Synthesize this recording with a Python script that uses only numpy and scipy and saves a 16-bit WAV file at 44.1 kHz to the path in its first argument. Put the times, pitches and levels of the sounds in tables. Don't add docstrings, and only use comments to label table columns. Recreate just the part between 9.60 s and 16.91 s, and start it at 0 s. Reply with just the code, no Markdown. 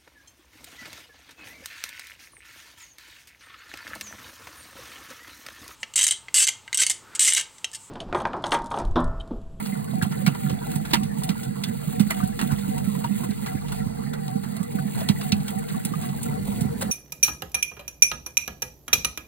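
import sys
import numpy as np
from scipy import signal
from scipy.fft import rfft, irfft, next_fast_len
from scipy.io import wavfile
from scipy.ndimage import uniform_filter1d, map_coordinates

SR = 44100
rng = np.random.default_rng(int(sys.argv[2]) if len(sys.argv) > 2 else 0)


def materialize(psi):
    bounded = np.clip(np.atleast_2d(psi).T, -1, 1)
    quanta = np.round(bounded * 32767).astype(np.int16)
    wavfile.write(sys.argv[1], SR, quanta)


N = 322371
TOP_HZ = 15900
DRUM_SWING_DB, PEEL_SWING_DB, PEEL_LEAD_S = 2.3, 2.45, 0.051

# centre_s, whine_drop_hz, half_length_s, whine_level_db
SQUEEZES = [(.14, 85, .08, -39), (.4, 90, .085, -33), (.64, 88, .07, -34), (.885, 85, .075, -31),
            (1.135, 85, .08, -34), (1.4, 75, .07, -35), (1.65, 80, .07, -33), (1.87, 78, .06, -37),
            (2.1, 78, .06, -40), (2.37, 95, .07, -33), (2.62, 108, .09, -29), (2.89, 92, .07, -33),
            (3.16, 95, .08, -33), (3.4, 85, .07, -42), (3.64, 90, .07, -37), (3.92, 80, .07, -33),
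            (4.21, 75, .07, -36), (4.48, 35, .09, -35), (4.71, 75, .1, -30), (4.97, 40, .06, -40),
            (5.2, 85, .07, -36), (5.45, 110, .07, -37), (5.7, 100, .08, -34), (5.96, 75, .06, -32),
            (6.19, 75, .06, -37), (6.46, 98, .08, -34), (6.71, 100, .08, -35), (7, 118, .09, -36),
            (7.28, 85, .06, -38)]
# start_s, level_db, pitch_hz,
# rise_s (half the time to the peak; short = hard blow, long = soft lean), dead_weight_db
THUDS = [(.318, -20, 149, 0.0073, -24), (0.344, -23, 183, 0.0043, -20), (0.422, -16.5, 170, 0.0042, -0.5),
         (0.463, -20.5, 198, 0.0027, -23), (0.508, -21, 174, 0.003, -12), (.567, -21, 157, 0.0043, -14),
         (0.6704, -9, 170, 0.0046, -15), (0.905, -16, 139, 0.0035, -3), (.926, -19, 214, 0.0025, -8),
         (1.157, -16.5, 183, 0.0032, -8), (1.332, -16, 257, 0.0028, -11),
         (1.366, -19.5, 195.5, 0.0066, -20), (1.452, -18, 170, 0.003, -22), (1.582, -20, 167, 0.0047, -18),
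         (1.693, -13, 192, 0.0035, -22), (2.272, -17.5, 159.4, 0.0053, -26), (2.4, -7.5, 198, 0.0032, -17),
         (2.463, -22.5, 202, 0.004, -20), (2.631, -13.5, 183, 0.0036, -10), (2.825, -16, 219, 0.0034, -22),
         (2.922, -13, 173, 0.0026, -1.5), (3.084, -19, 220, 0.0031, -5), (3.273, -18, 199, 0.0035, -22),
         (3.38, -21, 200, 0.0045, -18), (3.445, -18, 156, 0.0024, -18), (3.504, -20, 213, 0.0037, -24),
         (3.689, -21, 214, 0.0036, -11), (3.95, -18, 217, 0.0024, -3.5), (4.262, -17, 173, 0.003, -4),
         (4.754, -16.5, 197, 0.0034, -15), (5.004, -19, 179, 0.0047, -11), (5.15, -18.5, 200, 0.0024, -12),
         (5.251, -20, 200, 0.004, -20), (5.495, -8, 192, 0.0027, -11), (5.723, -12.5, 200, 0.0041, -4),
         (5.957, -21.5, 198, 0.0048, -20), (6.252, -18.5, 198, 0.0028, -22),
         (6.317, -16.5, 174, 0.0023, -15), (6.354, -19.5, 159, 0.0081, -20),
         (6.878, -24.5, 210, 0.0047, -15), (7.013, -12, 149, 0.003, -7), (7.049, -19.5, 200, 0.0031, -7)]
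# start_s, level_db, body_db, tear_fineness_db, rise_s
SLAPS = [(0.053, -43.5, -6, -3, 0.0071), (0.422, -32.5, -5.5, 1, 0.0048), (0.51, -51, 7, -3, 0.0092),
         (.663, -32, 0, -3.5, .0026), (0.747, -53.5, 9, -4, .002), (0.895, -42, -5, -4, 0.0028),
         (1.108, -49, -2, -2, 0.0083), (1.154, -39.5, -18, 4.5, 0.0033), (1.251, -45, 0.5, -3.5, 0.0029),
         (1.307, -45.5, 1, -6.5, 0.0038), (1.333, -23, -4, -5, 0.0018), (1.433, -40.5, -27, -1, 0.00086),
         (1.583, -50, -5, 5.5, .003), (1.634, -35.5, -20, 2.5, 0.0021), (1.69, -32.5, -11, -4, 0.0015),
         (1.83, -43, -15, -1, 0.0064), (2.035, -33.5, -19, -5, 0.0042), (2.395, -34, -8, 0.5, .0026),
         (2.504, -32, -5, 2, 0.0019), (2.564, -50.5, 4, 7, 0.006), (2.672, -52.5, -22, 12, .002),
         (2.79, -41, 5, -5, 0.0025), (2.811, -38, 2, -1, 0.003), (2.907, -50, 10.5, 3, 0.013),
         (2.984, -44.5, -8, -1, .003), (3.178, -41, -8, 3.5, .0026), (3.242, -49.5, -2.5, 3, .002),
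         (3.441, -43, 3, -3, .0015), (3.632, -49, 5.5, 8, 0.0093), (3.704, -44.5, -16, 0, .002),
         (3.861, -42, 1.5, -3.5, 0.0016), (4.082, -46.5, -3.5, -2.5, .003), (4.118, -42, -5, 1, 0.0032),
         (4.531, -47, 2, -2, 0.0046), (4.677, -45, -21, -2, 0.0046), (4.835, -59, 15, -4, .0026),
         (4.964, -44.5, -20, 1.5, .0026), (5.03, -44.5, -30, 4, .001), (5.117, -56, 0, -4, .003),
         (5.354, -51, 2.5, 8, 0.0018), (5.375, -50, 6, 2, 0.0075), (5.401, -45, -3, -3, .005),
         (5.488, -30.5, -13, -5, 0.00077), (5.612, -42, -2, -2.5, 0.00093),
         (5.72, -30.5, -19, -7.5, 0.0019), (5.8, -52, -5, -2.5, 0.0037), (5.879, -38.5, -7.5, -2.5, 0.0034),
         (5.986, -51.5, -15, 11, 0.0017), (6.083, -45.5, -7, -3, 0.006), (6.25, -31.5, -25, 4.5, 0.0017),
         (6.42, -44, -5, -0.5, 0.011), (6.486, -49, -3, -3, 0.0031), (6.63, -42, -16, 9, 0.0016),
         (7.007, -41, -18, 3, .002), (7.209, -36.5, -1, 3.5, 0.0046), (7.221, -37.5, -8, 0, 0.0014)]
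# start_s, level_db, pitch_hz
POPS = [(.152, -44, 1440), (.276, -45, 1490), (.333, -39.5, 677), (.413, -30.5, 1636), (.424, -38, 1444),
        (.449, -35.5, 732), (.619, -40, 507), (.663, -29, 2243), (.68, -34, 724), (.748, -40, 985),
        (.862, -43, 1386), (.9, -38, 500), (1.014, -42, 958), (1.064, -38.5, 802), (1.135, -43.5, 1430),
        (1.157, -43, 885), (1.249, -39, 1410), (1.334, -27, 946), (1.335, -29, 1770), (1.706, -45, 1370),
        (2.496, -38, 1455), (2.505, -30, 2070), (2.516, -35, 1910), (2.507, -35.5, 662),
        (2.602, -35.5, 1224), (2.628, -38.5, 1518), (2.79, -36, 1864), (2.904, -40, 1470),
        (2.912, -41, 1047), (3.167, -41, 940), (3.35, -40, 1000), (3.443, -30, 941), (3.632, -37.5, 1028),
        (3.865, -50, 1160), (3.905, -45.5, 1360), (4.044, -45, 931), (4.117, -45, 970), (4.534, -42, 1416),
        (5.184, -36.5, 1490), (5.37, -43, 462), (5.382, -47, 850), (5.412, -34, 650), (5.49, -40, 927),
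        (5.724, -35, 2570), (6.098, -47, 2140), (6.143, -43.5, 1134), (6.335, -32.5, 1220),
        (6.435, -43.5, 1120), (6.657, -42.5, 1380), (6.685, -46, 2040), (6.728, -49, 1323),
        (6.874, -43, 900), (6.918, -44, 952), (7.042, -42, 740), (7.218, -42, 1520), (7.224, -30, 544)]
# time_s, level_db
PEELING = [(0, -41.5), (.35, -44.5), (.6, -43.5), (.85, -40.5), (.98, -44.5), (1.15, -40.5), (1.52, -49),
           (1.65, -40), (1.92, -46), (2.2, -40), (2.33, -42.5), (2.6, -39.5), (2.75, -43.5), (2.86, -40),
           (3.4, -42), (3.6, -40), (3.78, -42.5), (3.9, -42.5), (4.35, -49.5), (4.8, -46), (5.08, -46.5),
           (5.38, -39), (5.53, -42), (5.63, -40.5), (5.8, -43.5), (5.92, -43), (6.65, -41), (6.78, -44),
           (6.88, -40), (7.1, -46), (7.3, -46)]
# time_s, level_db
TUMBLE = [(0, -29.5), (.6, -24), (1, -27.5), (2, -26), (2.6, -26.5), (3.4, -25.5), (4, -28), (4.09, -29),
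          (4.18, -27.5), (5.3, -27.5), (5.45, -28.5), (5.68, -28.5), (5.8, -24), (5.97, -29.5), (6.02, -32),
          (6.09, -37), (6.13, -24), (6.175, -29), (6.2, -44), (6.235, -35), (6.27, -27.5), (6.7, -28),
          (7.3, -25.5)]
# time_s, level_db
SWAYING = [(0, -48), (.25, -55), (.65, -53), (1.35, -38.5), (1.95, -50), (2.7, -40.5), (3.65, -46.5),
           (4.15, -36), (4.75, -52), (5, -46), (5.35, -57), (5.7, -42), (6.45, -53), (6.75, -43.5),
           (7.3, -43.5)]
# time_s, level_db
SHAKING = [(0, -36), (.55, -30.5), (2, -34.5), (3.3, -31), (5.1, -35), (5.5, -23.5), (5.9, -30), (7, -29.5),
           (7.3, -30)]
# time_s, amplitude_share (0-1)
FRAME_TOGETHER = [(0, 0.25), (4.9, 0.03), (5.3, 0.33), (6.3, 0.07), (6.7, 0.69), (7.3, 1)]
# time_s, level_db
WHINE_SHARED = [(0, -15), (3.4, -15), (3.9, -12), (4.7, -9), (6, -9), (6.6, -13), (7.3, -8)]

# centre_hz, width_hz, level_db
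BOWL_MODES = [(113.6, 34, -8), (139.6, 21.3, 0.5), (224.3, 51, 1.5), (243.5, 31.7, -3.5)]
# centre_hz, width_hz, level_db
HOLLOW_MODES = [(937, 68, 3.5), (1117, 110, -2.5), (1371, 48, 1.5), (1620, 8, -24), (1783, 5, -12),
                (1955, 26, 3), (2024, 36, 8), (2300, 55, 1.5), (2550, 14, 6.5), (2706, 52, 0.5),
                (2820, 41, 8.5), (3260, 23, 2.5), (3550, 26, 8.5), (3900, 25, 5), (3970, 15, -15),
                (4260, 38, 12.5)]
MAINS_LINES_DB = [-15, -3, 0]

# frequency_hz, density_db (per Hz)
KNOCK_COLOUR = [(150, -12), (300, 1), (450, -4), (700, -18), (1500, -20)]
BODY_COLOUR = [(200, -4), (350, 10.5), (560, -9), (800, 7.5), (1000, -0.5), (1500, 1.5), (3000, -16)]
SMACK_COLOUR = [(1200, -8.5), (2600, 5.5), (4000, 10.5), (6000, 1.5), (9000, -32)]
SPRAY_COLOUR = [(4000, -27), (7500, 3.5), (11000, 5.5), (16000, -2.5)]
STICKY_COLOUR = [(800, -27), (2000, 4), (4000, 4.5), (5500, -8), (6800, 5.5), (8500, 6.5), (10500, 7),
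                 (13500, 6.5), (16000, 8.5)]
GEAR_COLOUR = [(250, -73), (550, -2), (700, 15.5), (950, 2.5), (1400, 8), (1700, 4), (2020, 5.5),
               (2300, -7), (2850, -11), (3150, -29), (4500, 5), (5600, -14), (6600, -5), (10000, -1),
               (16000, -47)]
SWAY_COLOUR = [(20, -45), (32, -20), (48, -3), (75, -2), (110, -10), (200, -40)]
SHAKE_COLOUR = [(45, -51), (95, 6), (150, 2.5), (210, 4), (290, -10.5), (600, -21.5), (1500, -63)]
HOUSING_COLOUR = [(150, -28), (300, -26), (430, 12.5), (550, 0.5), (740, -5), (1000, 0), (1500, -32),
                  (3000, -49)]

# frequency_hz, left_lead_rad
PORT_PHASE = [(250, -.6), (450, -2.6), (1000, -3.6), (1400, -1.8), (2000, 0.47), (2800, 2.1), (3900, 1.32),
              (5600, 3.1), (6800, 4.21), (8600, 6.15), (10200, 7.6), (11700, 9.4), (14600, 11.8),
              (16000, 12.7)]
# frequency_hz, likeness (0-1)
PORT_LIKENESS = [(200, 1), (900, 0.89), (1500, 0.023), (2400, 0.15), (3500, 0.87), (5600, 1), (7000, 0.96),
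                 (11700, 1), (16000, 0.89)]
# frequency_hz, left_minus_right_db
PORT_BALANCE = [(100, -5.5), (220, -15), (400, -14), (800, -12.5), (1300, 1), (2200, -4), (4000, -3.5),
                (5500, -0.5)]


def thuds(sink_s=0.00078, settle_rises=3.54, ring_db=-8, weight_hz=100, weight_s=0.0048,
          knock_db=-22, knock_t60=0.14):
    out, t = np.zeros((2, N)), np.arange(SR // 8) / SR

    def push(rise):
        return (t / rise / 2) ** 2 * np.exp(2 - t / rise)

    for s, db, hz, rise_s, weight_db in THUDS:
        sink = 2 * np.exp(-t / (settle_rises * rise_s)) - 1
        pitch = hz * (1 + sink_s / rise_s * sink)
        wall = push(rise_s) * np.sin(2 * np.pi * np.cumsum(pitch) / SR)
        weight = amp(weight_db - 3.5) * push(weight_s) * np.sin(2 * np.pi * weight_hz * t)
        knock_shape = amp(knock_db - 60 * t / knock_t60) * (1 - np.exp(-t / rise_s))
        knock = knock_shape * coloured(rng.standard_normal((2, len(t))), KNOCK_COLOUR)
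        add(out[0], s, amp(db - 0.5) * (wall + weight))
        add(out, s, amp(db) * knock)
    out = filtered(out, lambda hz: hz ** 4 / (hz ** 4 + 62 ** 4))
    return out + amp(ring_db) * resonate(out, [(206.6, 12.6, 12.3)])


def smacks(body_t60=0.11, smack_t60=0.06, spray_t60=0.062):
    out, t = np.zeros((2, N)), np.arange(SR // 7) / SR
    fits = amp(2.2 * np.array([wobble(260), wobble(260)]))
    for s, db, body_db, fine_db, rise_s in SLAPS:
        swell = 1 - np.exp(-(t / rise_s) ** 2)

        def burst(colour, t60):
            return unit(coloured(snaps, colour) * swell * amp(-60 * t / t60))

        index = rng.integers(N - len(t))
        snaps = grains((2, len(t)), rate=7000, spread_db=2.0) * fits[:, index:index + len(t)]
        slap = (amp(db + body_db - 4.0) * burst(BODY_COLOUR, body_t60)
                + amp(db - fine_db - 12.0) * burst(SMACK_COLOUR, smack_t60)
                + amp(db + fine_db - 8.5) * burst(SPRAY_COLOUR, spray_t60))
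        add(out, s - .001, slap)
    return out


def wet_tails(count=8, centre_hz=1900, life_s=0.003, length_s=0.036, fade_db=10):
    out = np.zeros((2, N))
    for s, db, body_db, _, rise_s in SLAPS:
        for late, pitch, path in rng.random((count, 3)):
            hz = centre_hz * 3 ** (pitch - .5)
            gain = amp(db + body_db / 2 - fade_db * late)
            add(out[int(path > .5)], s + rise_s + late * length_s, gain * np.real(pocket(hz, life_s)))
    return out


def pops(level_db=5.0, life_s=0.0046, port_turn_rad=0.87, side_db=-0.5, ring_db=-9):
    out, sides = np.zeros((2, N)), np.array([[-1], [1]])
    for s, db, hz in POPS:
        gain = amp(db + level_db + sides * side_db) * np.exp(1j * sides * port_turn_rad)
        add(out, s, np.real(gain * pocket(hz, life_s, rough=0.48)))
    return out + amp(ring_db) * resonate(out, HOLLOW_MODES, step=1)


def crackle():
    peel_db, = curves(PEELING)
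    clumps = amp(PEEL_SWING_DB * stroke(PEEL_LEAD_S) + 1.8 * wobble(75))
    snaps = grains((2, N), rate=5000, spread_db=2.8)
    return amp(peel_db) * clumps * coloured(snaps, STICKY_COLOUR)


def strands(count=450, centre_hz=2800, life_s=0.0012, level_db=-5.0):
    out = np.zeros((2, N))
    for when, pitch, size, length, path in rng.uniform(-0.92, 1, (count, 5)):
        hz = centre_hz * np.exp(.45 * pitch)
        tick = amp(6 * size) * np.real(pocket(hz, life_s * 2 ** length))
        add(out[int(path > 0)], (when + 1) / 2 * N / SR, tick)
    return out * amp(curves(PEELING)[0] + level_db)


def squelches(count=520, centre_hz=1300, life_s=0.003, level_db=-45.3, swing_db=1.0):
    out = np.zeros((2, N))
    for when, pitch, size, length, path in rng.uniform(-1.1, 1, (count, 5)):
        hz = centre_hz * np.exp(.6 * pitch)
        spread_db = 6 * size - 2 * pitch
        squelch = amp(level_db + spread_db) * np.real(pocket(hz, life_s * 2 ** length, rough=0.73))
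        add(out[int(path > 0)], (when + 1) / 2 * N / SR, squelch)
    return out * amp(swing_db * stroke(PEEL_LEAD_S))


def pocket(hz, life_s, rough=0.8):
    t = np.arange(SR // 14) / SR
    rasp = unit(uniform_filter1d(rng.standard_normal((2, len(t))), size=60))
    tone = t / life_s * np.exp(1 - t / life_s + 2j * np.pi * hz * t)
    return tone * (1 + rough * (rasp[0] + 1j * rasp[1])) / np.hypot(1, rough)


def tumbling(dull_hz=330):
    bumps = grains((2, N), rate=700, spread_db=1)

    def band(hz):
        low_cut = hz ** 4 / (hz ** 4 + 95 ** 4)
        return low_cut / (1 + (hz / dull_hz) ** 4)

    drum = filtered(resonate(bumps, BOWL_MODES), band)
    tumble_db, = curves(TUMBLE)
    return amp(tumble_db - 5.0 + DRUM_SWING_DB * stroke() + 0.56 * wobble(18)) * unit(drum)


def hollow(x, direct_db=-1.0):
    def ring(ratio):
        modes = [(hz * ratio, width, db) for hz, width, db in HOLLOW_MODES]
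        return resonate(x, modes, step=0.94)

    low, high = ring(1 - .012), ring(1 + .012)
    fill = (1 + np.tanh(wobble(6))) / 2
    return amp(direct_db) * (x + (1 - fill) * low + fill * high)


def whine(free_hz=830, peak_hz=745, width_hz=76):
    t = np.arange(N) / SR
    pitch = free_hz - sum(drop * np.exp(-((t - s) / half) ** 2) for s, drop, half, _ in SQUEEZES)
    whine_db = curves(SQUEEZES)[-1]
    swell = 1 / (1 + (2 * (pitch - peak_hz) / width_hz) ** 2)
    flutter_db, jitter_hz = 3 * wobble(50) - 1.2, 10 * wobble(120)
    phase = 2 * np.pi * np.cumsum(pitch + jitter_hz) / SR
    return amp(whine_db + flutter_db) * swell * np.sin(phase)


def hum(pitch_hz=464, level_db=-40.5):
    pitch = pitch_hz + 15 * wobble(80)
    flutter = amp(4 * wobble(45))
    return amp(level_db) * flutter * np.sin(2 * np.pi * np.cumsum(pitch) / SR)


def motor(mains_hz=49.8, level_db=-7.5):
    turns = np.cumsum(mains_hz + .9 * wobble(16)) / SR
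    lines = sum(amp(db + 3 * wobble(11)) * np.sin(2 * np.pi * order * turns)
                for order, db in enumerate(MAINS_LINES_DB, 2))
    tumble_db, = curves(TUMBLE)
    return np.array([amp(tumble_db + level_db) * unit(lines), np.zeros(N)])


def housing(shake_trim_db=-5.0, drone_db=-46, leak_db=-16, rock_hz=49, rock_db=-9):
    sway_db, = curves(SWAYING)
    shake_db, = curves(SHAKING)
    sway = amp(sway_db) * coloured(rng.standard_normal((2, N)), SWAY_COLOUR)
    jolts = grains((2, N), rate=400, spread_db=2.5)
    shake = amp(shake_db + shake_trim_db + 0.49 * wobble(37.0)) * coloured(jolts, SHAKE_COLOUR)
    unsteady = amp(2.8 * wobble(18) + 2 * stroke(PEEL_LEAD_S) - 1)
    drone_noise = patches(rng.standard_normal((2, N)), depth_db=4)
    drone = amp(drone_db) * unsteady * coloured(drone_noise, HOUSING_COLOUR)
    tight, loose = sway + shake + drone
    tone, low_tone = whine(), hum()

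    together, = curves(FRAME_TOGETHER)
    turn = np.arcsin(np.clip(together, 0, 1))
    rock_phase = 2 * np.pi * np.cumsum(rock_hz + 2 * wobble(11)) / SR
    rock = amp(sway_db + rock_db + 2.6 * wobble(6)) * np.sin(rock_phase)
    shared_tone = amp(curves(WHINE_SHARED)[0]) * tone
    leak = amp(leak_db) * loose + amp(-17) * sway[1]
    common = leak + shared_tone + np.sin(turn) * (tight + .35 * low_tone) + rock
    opposed = np.cos(turn) * tight + tone + low_tone
    return np.array([common + opposed, common - opposed])


def gears(level_db=-47.3, swing_db=0.5):
    effort_db = swing_db * stroke(PEEL_LEAD_S) + 1.3 * wobble(17)
    noise = patches(rng.standard_normal((2, N)), depth_db=5)
    return amp(level_db + effort_db) * coloured(noise, GEAR_COLOUR)


def ports(pair):
    def response(hz):
        turn = np.arccos(np.clip(along(PORT_LIKENESS, hz), 0, 1)) / 2
        sides = np.array([[1], [-1]])
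        gain = amp(sides * along(PORT_BALANCE, hz) / 2)
        gain = gain / np.sqrt(np.mean(gain ** 2, axis=0))
        gain = gain * np.exp(.5j * sides * along(PORT_PHASE, hz))
        return np.array([gain * np.cos(turn), gain * sides * np.sin(turn)])
    return filtered(pair[:, None], response).sum(axis=0)


def stroke(lead_s=0):
    times = np.transpose(SQUEEZES)[0]
    count = np.interp(np.arange(N) / SR + lead_s, times, np.arange(len(times)))
    return np.cos(2 * np.pi * count)


def patches(x, depth_db):
    hz, _, z = signal.stft(x, SR, nperseg=1024)
    depth = depth_db / (1 + (hz[:, None] / 4000) ** 2)
    field = rng.standard_normal(z.shape[1:])
    for _ in range(2):
        field = uniform_filter1d(field, size=4, axis=0)
        field = uniform_filter1d(field, size=3, axis=1)
    return unit(signal.istft(z * amp(depth * unit(field)), nperseg=1024)[1][..., :N])


def grains(shape, rate, spread_db):
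    sizes = rng.standard_normal(shape) * amp(spread_db * np.clip(rng.standard_normal(shape), -2, 2))
    return unit(sizes * (rng.random(shape) < rate / SR))


def resonate(x, modes, step=-1):
    def response(f):
        return sum(step ** k * amp(db) * 1j * f * width / (centre * centre - f * f + 1j * f * width)
                   for k, (centre, width, db) in enumerate(modes))
    return filtered(x, response)


def coloured(x, spectrum):
    return unit(filtered(x, lambda hz: amp(along(spectrum, hz))))


def filtered(x, response):
    size = x.shape[-1]
    m = next_fast_len(size + 8192)
    return irfft(rfft(x, m) * response(np.fft.rfftfreq(m, 1 / SR)), m)[..., :size]


def wobble(rate):
    return map_coordinates(rng.standard_normal(4096), [np.arange(N) * rate / SR], mode="wrap")


def curves(rows):
    s, *cols = np.transpose(rows)
    return [np.interp(np.arange(N) / SR, s, c) for c in cols]


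def along(points, hz):
    f, v = np.transpose(points)
    return np.interp(np.log(hz + 1), np.log(f + 1), v)


def add(track, s, sound):
    part = track[..., max(round(s * SR), 0):][..., :sound.shape[-1]]
    part += sound[..., :part.shape[-1]]


def amp(db):
    return 10 ** (np.asarray(db) / 20)


def unit(x):
    return x / np.sqrt(np.mean(x ** 2) + 1e-20)


def scene():
    inside = hollow(smacks() + wet_tails() + crackle() + strands() + squelches() + gears())
    return ports(thuds() + inside + tumbling() + motor()) + pops() + housing()


def record(dry):
    return filtered(dry, lambda hz: hz < TOP_HZ)


dry = scene()
out = record(dry)
materialize(out)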